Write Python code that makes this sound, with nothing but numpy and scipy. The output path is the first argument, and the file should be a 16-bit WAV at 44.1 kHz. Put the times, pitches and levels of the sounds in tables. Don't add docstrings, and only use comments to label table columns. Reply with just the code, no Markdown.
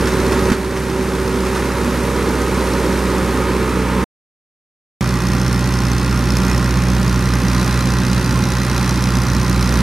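import sys
import numpy as np
from scipy import signal
from scipy.fft import rfft, irfft, next_fast_len
from scipy.io import wavfile
from scipy.ndimage import uniform_filter1d

SR = 44100
rng = np.random.default_rng(int(sys.argv[2]) if len(sys.argv) > 2 else 0)


def store_pcm(level_fs):
    pcm = np.round(np.clip(level_fs, -1, 1) * 32767).astype(np.int16)
    wavfile.write(sys.argv[1], SR, np.atleast_2d(pcm).T)


N = 433052
TIME = np.arange(N) / SR
CLOSE_END_S, FAR_START_S = 4.0412, 5.009

def undb(db):
    return 10 ** (np.asarray(db) / 20)

def unit(x):
    return x / np.sqrt(np.mean(x ** 2))

def curve(table):
    return np.interp(TIME, *np.transpose(table))

def wander(rate):
    steps = rng.standard_normal(1024)
    return 1.2 * np.interp(TIME * rate, np.arange(len(steps)), steps)

def filtered(x, response):
    size = next_fast_len(N, real=True)
    hz = np.arange(size // 2 + 1) * SR / size + 1e-3
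    return irfft(rfft(x, size) * response(hz), size)[..., :N]

def colour(x, points):
    hz, db = np.transpose(points)
    return filtered(x, lambda f: undb(np.interp(np.log(f), np.log(hz), db)))

def ring(x, modes):
    return filtered(x, lambda f: sum(undb(db) / (1 + 1j * (f * f - hz * hz) / (f * width))
                                     for hz, width, db in modes))

# (frequency [Hz], level [dB])
SCATTER = [(100, -31.5), (350, -19), (700, -19.5), (1400, -13), (2800, -28.5), (5000, -12), (8000, -9),
           (13000, -10.5)]
def spread(direct, scattered):
    return direct + colour(scattered, SCATTER) * np.array([[1], [-1]])

def bounce(x, delay_s, share):
    n = np.arange(N)
    late = n - delay_s * SR * (1 + .03 * wander(1))
    echo = np.array([np.interp(late, n, side) for side in x])
    return (x + share * echo) / np.hypot(1, share)

def nose():
    start_s, takes_s = 2.96, .91
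    return np.clip((TIME - start_s) / takes_s, 0, 1)

# (time [s], share facing front [0-1])
TURN = [(6.5, 0.04), (7.6, 0.9), (9.1, 0.88), (9.8, 0.75)]
def front():
    return curve(TURN)

# (time [s], firing rate [Hz])
CLOSE_SPEED = [(0, 62.67), (1.2, 63.45), (4, 62.32)]
FAR_SPEED = [(5, 61.68), (7, 62.05), (7.5, 61.66), (8.2, 61.83), (9.4, 61.26), (9.8, 61.5)]
def firing_count(speed, first_s):
    firings = np.cumsum(curve(speed)) / SR
    return firings - firings[int(first_s * SR)] % 4 + 4

def tones(cycles, table, waver_db, waver_rate):
    out = 0
    for multiple, db in table:
        size = undb(db + waver_db * min(np.sqrt(multiple), 2) * wander(waver_rate))
        late = .33 + .04 * multiple
        out = out - np.sqrt(2) * size * np.cos(2 * np.pi * multiple * (cycles - late))
    return out

def shaken(firings, spectrum, throb, repeat):
    pattern = rng.standard_normal((4, 640))
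    pattern = unit(pattern - pattern.mean(axis=0)).ravel()
    recurring = pattern[(firings / 4 % 1 * len(pattern)).astype(int)]
    loose, scattered = rng.standard_normal((2, N))
    kick = 1 + throb * np.exp(-(firings % 1) / .25)
    direct = colour(kick * (np.sqrt(repeat) * recurring + np.sqrt(1 - repeat) * loose), spectrum)
    return spread(unit(direct), unit(colour(kick * scattered, spectrum)))

# (frequency [Hz], level [dB])
CLOSE_HISS = [(1500, -28.5), (3000, -0.5), (3900, 2), (5300, -1), (6300, -1), (7300, -3.5), (9200, -2.5),
              (11000, -5), (13000, -8.5), (15000, -11.5)]
FAR_HISS = [(1500, -38), (3200, 2), (4100, 1.5), (5800, -1), (7600, -5.5), (9300, -4.5), (11000, -8.5),
            (13000, -9.5), (15000, -33)]
def fan_hiss(firings, close):
    if close:
        return shaken(firings, CLOSE_HISS, throb=.24, repeat=.038) * undb(-32 - 3 * nose())
    return shaken(firings, FAR_HISS, throb=.24, repeat=.018) * undb(-36)

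# (time [s], level [dB], fade time [s])
JOLTS = [(.07, -21, 0.034), (.32, -20.5, .025), (.5, -20, .02), (0.518, -13.5, .028), (.765, -19, .02),
         (1.46, -24.5, 0.049), (1.55, -23.5, .07)]
def rattles():
    jolts = sum(undb(db) * (TIME > s) * np.exp(-np.abs(TIME - s) / fade) for s, db, fade in JOLTS)
    spectrum = [(200, -10), (1000, 2.5), (1800, 3), (3000, -8.5), (6000, -10.5), (15000, -26)]
    grit = colour(rng.standard_normal((2, N)), spectrum)
    return jolts * spread(*unit(grit))

# (pitch [Hz], time to fade by 60 dB [s], level [dB])
FRAME_NOTES = [(239, 0.062, 4), (298, .03, -4.5), (160, .04, -13.5)]
def clunk(start_s):
    age = np.maximum(TIME - start_s, 0)
    return sum(undb(db) * np.sin(2 * np.pi * hz * age) * np.exp(-np.log(1000) * age / fade)
               for hz, fade, db in FRAME_NOTES)

# (pitch [times the firing rate], level [dB])
TIMING_GEARS = [(6, -0.5), (12, -20.5)]
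GEARBOX = [(14.7, -5.5), (15, -8.5), (16.6, -6.5), (19.97, 1)]
# (time [s], level [dB])
WHINE = [(0, -24.5), (.15, -19.5), (1.5, -22.5), (1.95, -28.5), (2.4, -25), (3.5, -24.5), (3.8, -33)]
def gear_whine(firings):
    timing = tones(firings, TIMING_GEARS, waver_db=.4, waver_rate=16) * undb(curve(WHINE))
    gearbox = tones(firings, GEARBOX, waver_db=1.6, waver_rate=18) * undb(-41 + 6 * nose())
    return timing + gearbox

# (pitch [times the blade rate], level [dB])
CLOSE_BLADES = [(2, -47), (3, -40.5), (4, -42.5), (5, -47), (7, -37)]
FAR_BLADES = [(2, -32.5), (3, -33.5), (4, -31), (5, -35), (7, -45.5)]
# (time [s], level change [dB])
SNOW_LOAD = [(0, 7.5), (4, -1), (5, -4.5), (7.8, 0), (8.4, 3), (9, -8), (9.3, 5), (9.8, -3)]
def blower_blades(firings, close):
    blades_per_firing = .54
    table = CLOSE_BLADES if close else FAR_BLADES
    beat = tones(firings * blades_per_firing, table, waver_db=.5, waver_rate=9)
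    return beat * undb(curve(SNOW_LOAD))

# (frequency [Hz], level [dB])
CLOSE_CLATTER = [(400, -38.5), (720, -6.5), (920, 2.5), (1100, -1), (1280, -1.5), (1600, -5), (1950, -6),
                 (2300, -9), (2550, -9.5), (3000, -16), (4500, -25), (9000, -46.5)]
FAR_CLATTER = [(400, -43), (720, -6), (1050, 3), (1220, 0), (1400, 0.5), (1680, -4), (1930, -2), (2280, -9),
               (2520, -5.5), (3000, -14), (4500, -16.5), (9000, -48)]
def metal_clatter(firings, close):
    if close:
        return shaken(firings, CLOSE_CLATTER, throb=.3, repeat=.14) * undb(-24.5)
    return shaken(firings, FAR_CLATTER, throb=.47, repeat=.08) * undb(-27)

# (frequency [Hz], level [dB])
CLOSE_RUMBLE = [(20, -24.5), (45, -12), (80, -12), (130, -1), (220, 1.5), (330, 0), (450, -1), (560, -3),
                (650, -9.5), (800, -12), (1500, -63)]
FAR_RUMBLE = [(20, -22), (45, -21), (80, -5), (125, -7), (190, 3.5), (250, -4), (350, -9.5), (430, -13),
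              (530, -11.5), (650, -14), (800, -13.5), (1500, -67)]
def block_rumble(firings, close):
    if close:
        return shaken(firings, CLOSE_RUMBLE, throb=.7, repeat=.096) * undb(-19.5 - 3 * nose())
    return shaken(firings, FAR_RUMBLE, throb=.47, repeat=.21) * undb(-21.5 - front())

# (pitch [times the firing rate], level [dB])
CLOSE_PIPE = [(1.25, -18.5), (1.5, -11.5), (2, -4), (3.01, 1), (4, -6.5), (4.5, -12.5), (5, -6), (7, -7.5),
              (7.5, -9.5), (9, -13)]
FAR_PIPE = [(1.25, -30), (1.5, -20), (2, 0.5), (2.985, -3.5), (4, -11), (4.5, -17), (5, -22), (5.75, -19),
            (6, -15.5)]
# (time [s], level [dB])
FAR_BOOM = [(5.1, -22.7), (6.5, -18.5), (7.3, -19.2), (8.5, -23), (9.3, -20.5), (9.8, -17.5)]
def exhaust_boom(firings, close):
    if close:
        table, boom_db, pipe_db, waver_db = CLOSE_PIPE, -22.5, -28.5 + 3 * nose(), .8
    else:
        table, boom_db, pipe_db, waver_db = FAR_PIPE, curve(FAR_BOOM), -21, .6
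    boom = tones(firings, [(1, 0)], waver_db / 2, waver_rate=16)
    pipe = tones(firings, table, waver_db, waver_rate=14)
    return boom * undb(boom_db) + pipe * undb(pipe_db)

# (pitch [Hz], width [Hz], level [dB])
SPIT_SIDE = [(4390, 200, -1.5), (5240, 200, 2), (5460, 300, -1.5), (6110, 210, -1.5), (7300, 230, -19.5),
             (8700, 1200, -13), (11500, 1400, -25.5)]
SPIT_FRONT = [(3100, 70, 2), (4066, 135, 11), (4890, 360, 7.5), (5270, 350, 1), (5800, 156, 9.5),
              (5880, 150, -7), (7140, 400, -23), (9400, 330, 1.5), (11300, 1500, -25.5)]
CLOSE_CYLINDERS = [3.5, -3.5, -5.5, -1]
FAR_CYLINDERS = [3, -0.5, 0.5, 2.5]
# (time [s], level above the strongest cylinder [dB])
HARD_SPITS = [(5.53, 4), (5.92, 4.5), (6.373, 5.5), (7.34, 2.5), (8.897, 5)]
def exhaust_spit(firings, cylinders_db, scatter_db, rise, decay):
    strength, timing = rng.standard_normal((1024, 2)).T
    size_db = np.resize(cylinders_db, len(strength)) + scatter_db * strength
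    puff = firings.astype(int)
    for s, extra_db in HARD_SPITS:
        size_db[puff[int(s * SR)]] = max(cylinders_db) + extra_db
    age = np.maximum(firings % 1 - .04 - .012 * timing[puff], 0)
    shape = (1 - np.exp(-age / rise)) * np.exp(-age / decay)
    gas = undb(size_db[puff]) * shape * rng.standard_normal((2, N))
    direct, scattered = (1 - front()) * unit(ring(gas, SPIT_SIDE)) + front() * unit(ring(gas, SPIT_FRONT))
    dull_body = unit(ring(gas, [(1900, 500, 0), (2510, 350, -1)]))[0]
    return spread(direct + undb(-7.5) * dull_body, undb(3) * scattered)

def close_pass():
    firings = firing_count(CLOSE_SPEED, first_s=.0088)
    boom = exhaust_boom(firings, close=True)
    gears = gear_whine(firings)
    rumble = block_rumble(firings, close=True)
    clatter = metal_clatter(firings, close=True)
    hiss = fan_hiss(firings, close=True)
    spit = exhaust_spit(firings, CLOSE_CYLINDERS, scatter_db=1.2, rise=.04, decay=.15)
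    spit_db = -42.5 + 4.5 * np.exp(-TIME / .9) - 3 * nose()
    machine = boom + gears + blower_blades(firings, close=True) + rumble + clatter
    return machine + bounce(hiss, delay_s=.003, share=.47) + spit * undb(spit_db)

# (time [s], extra spit level [dB])
SURGES = [(6.48, 3), (7.65, 2.3), (8.85, 2), (9.79, 3.5)]
def far_work():
    firings = firing_count(FAR_SPEED, first_s=5.025)
    surge_db = sum(db * np.exp(-((TIME - s) / .13) ** 2) for s, db in SURGES)
    boom = exhaust_boom(firings, close=False)
    rumble = block_rumble(firings, close=False)
    clatter = metal_clatter(firings, close=False)
    hiss = fan_hiss(firings, close=False)
    spit = exhaust_spit(firings, FAR_CYLINDERS, scatter_db=1.5, rise=.032, decay=.145)
    spit_db = -34.5 + 2.04 * front() + surge_db
    churn = rumble + bounce(clatter + hiss, delay_s=.0058, share=.21) * undb(.8 * front())
    blades = blower_blades(firings, close=False)
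    return boom + blades + churn * undb(.43 * surge_db) + spit * undb(spit_db)

def scene():
    passing = close_pass() + clunk(start_s=.5158) * undb(-2.5) + rattles()
    return passing * (TIME < CLOSE_END_S) + far_work() * (TIME >= FAR_START_S)

def gain_control(x, limit_db=-10.2, listen_s=.018, release_s=.9):
    power = uniform_filter1d(np.mean(x ** 2, axis=0), int(listen_s * SR))
    over_db = np.maximum(10 * np.log10(np.abs(power) + 1e-12) - limit_db, 0)
    release = np.exp(-TIME / release_s)
    return x * undb(-np.maximum.accumulate(over_db / release) * release)

# (frequency [Hz], left minus right [dB])
BALANCE = [(60, -2.5), (700, -2.5), (1300, -3), (2400, -0.5), (4400, -1), (8000, -0.5), (14000, 1.1)]
# (frequency [Hz], lead [radians])
LEFT_LEAD = [(0, 0), (3700, -0.49), (8000, 0.6), (10500, -1.2), (13400, -1.2), (15300, -3)]
def record(dry):
    def left_and_right(hz):
        half = np.array([[.5], [-.5]])
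        gain = undb(half * np.interp(hz, *np.transpose(BALANCE)))
        return gain * np.exp(1j * half * np.interp(hz, *np.transpose(LEFT_LEAD)))

    pair = filtered(dry, left_and_right)
    dip_hz, dip_width_hz, dip_depth, top_hz = 697, 140, .84, 14900
    notched = signal.lfilter(*signal.iirnotch(dip_hz, dip_hz / dip_width_hz, fs=SR), pair)
    pair = pair + dip_depth * (notched - pair)
    treble_cut = signal.ellip(10, .2, 80, top_hz, fs=SR, output="sos")
    return signal.sosfilt(treble_cut, gain_control(pair))

dry = scene()
out = record(dry)
store_pcm(out)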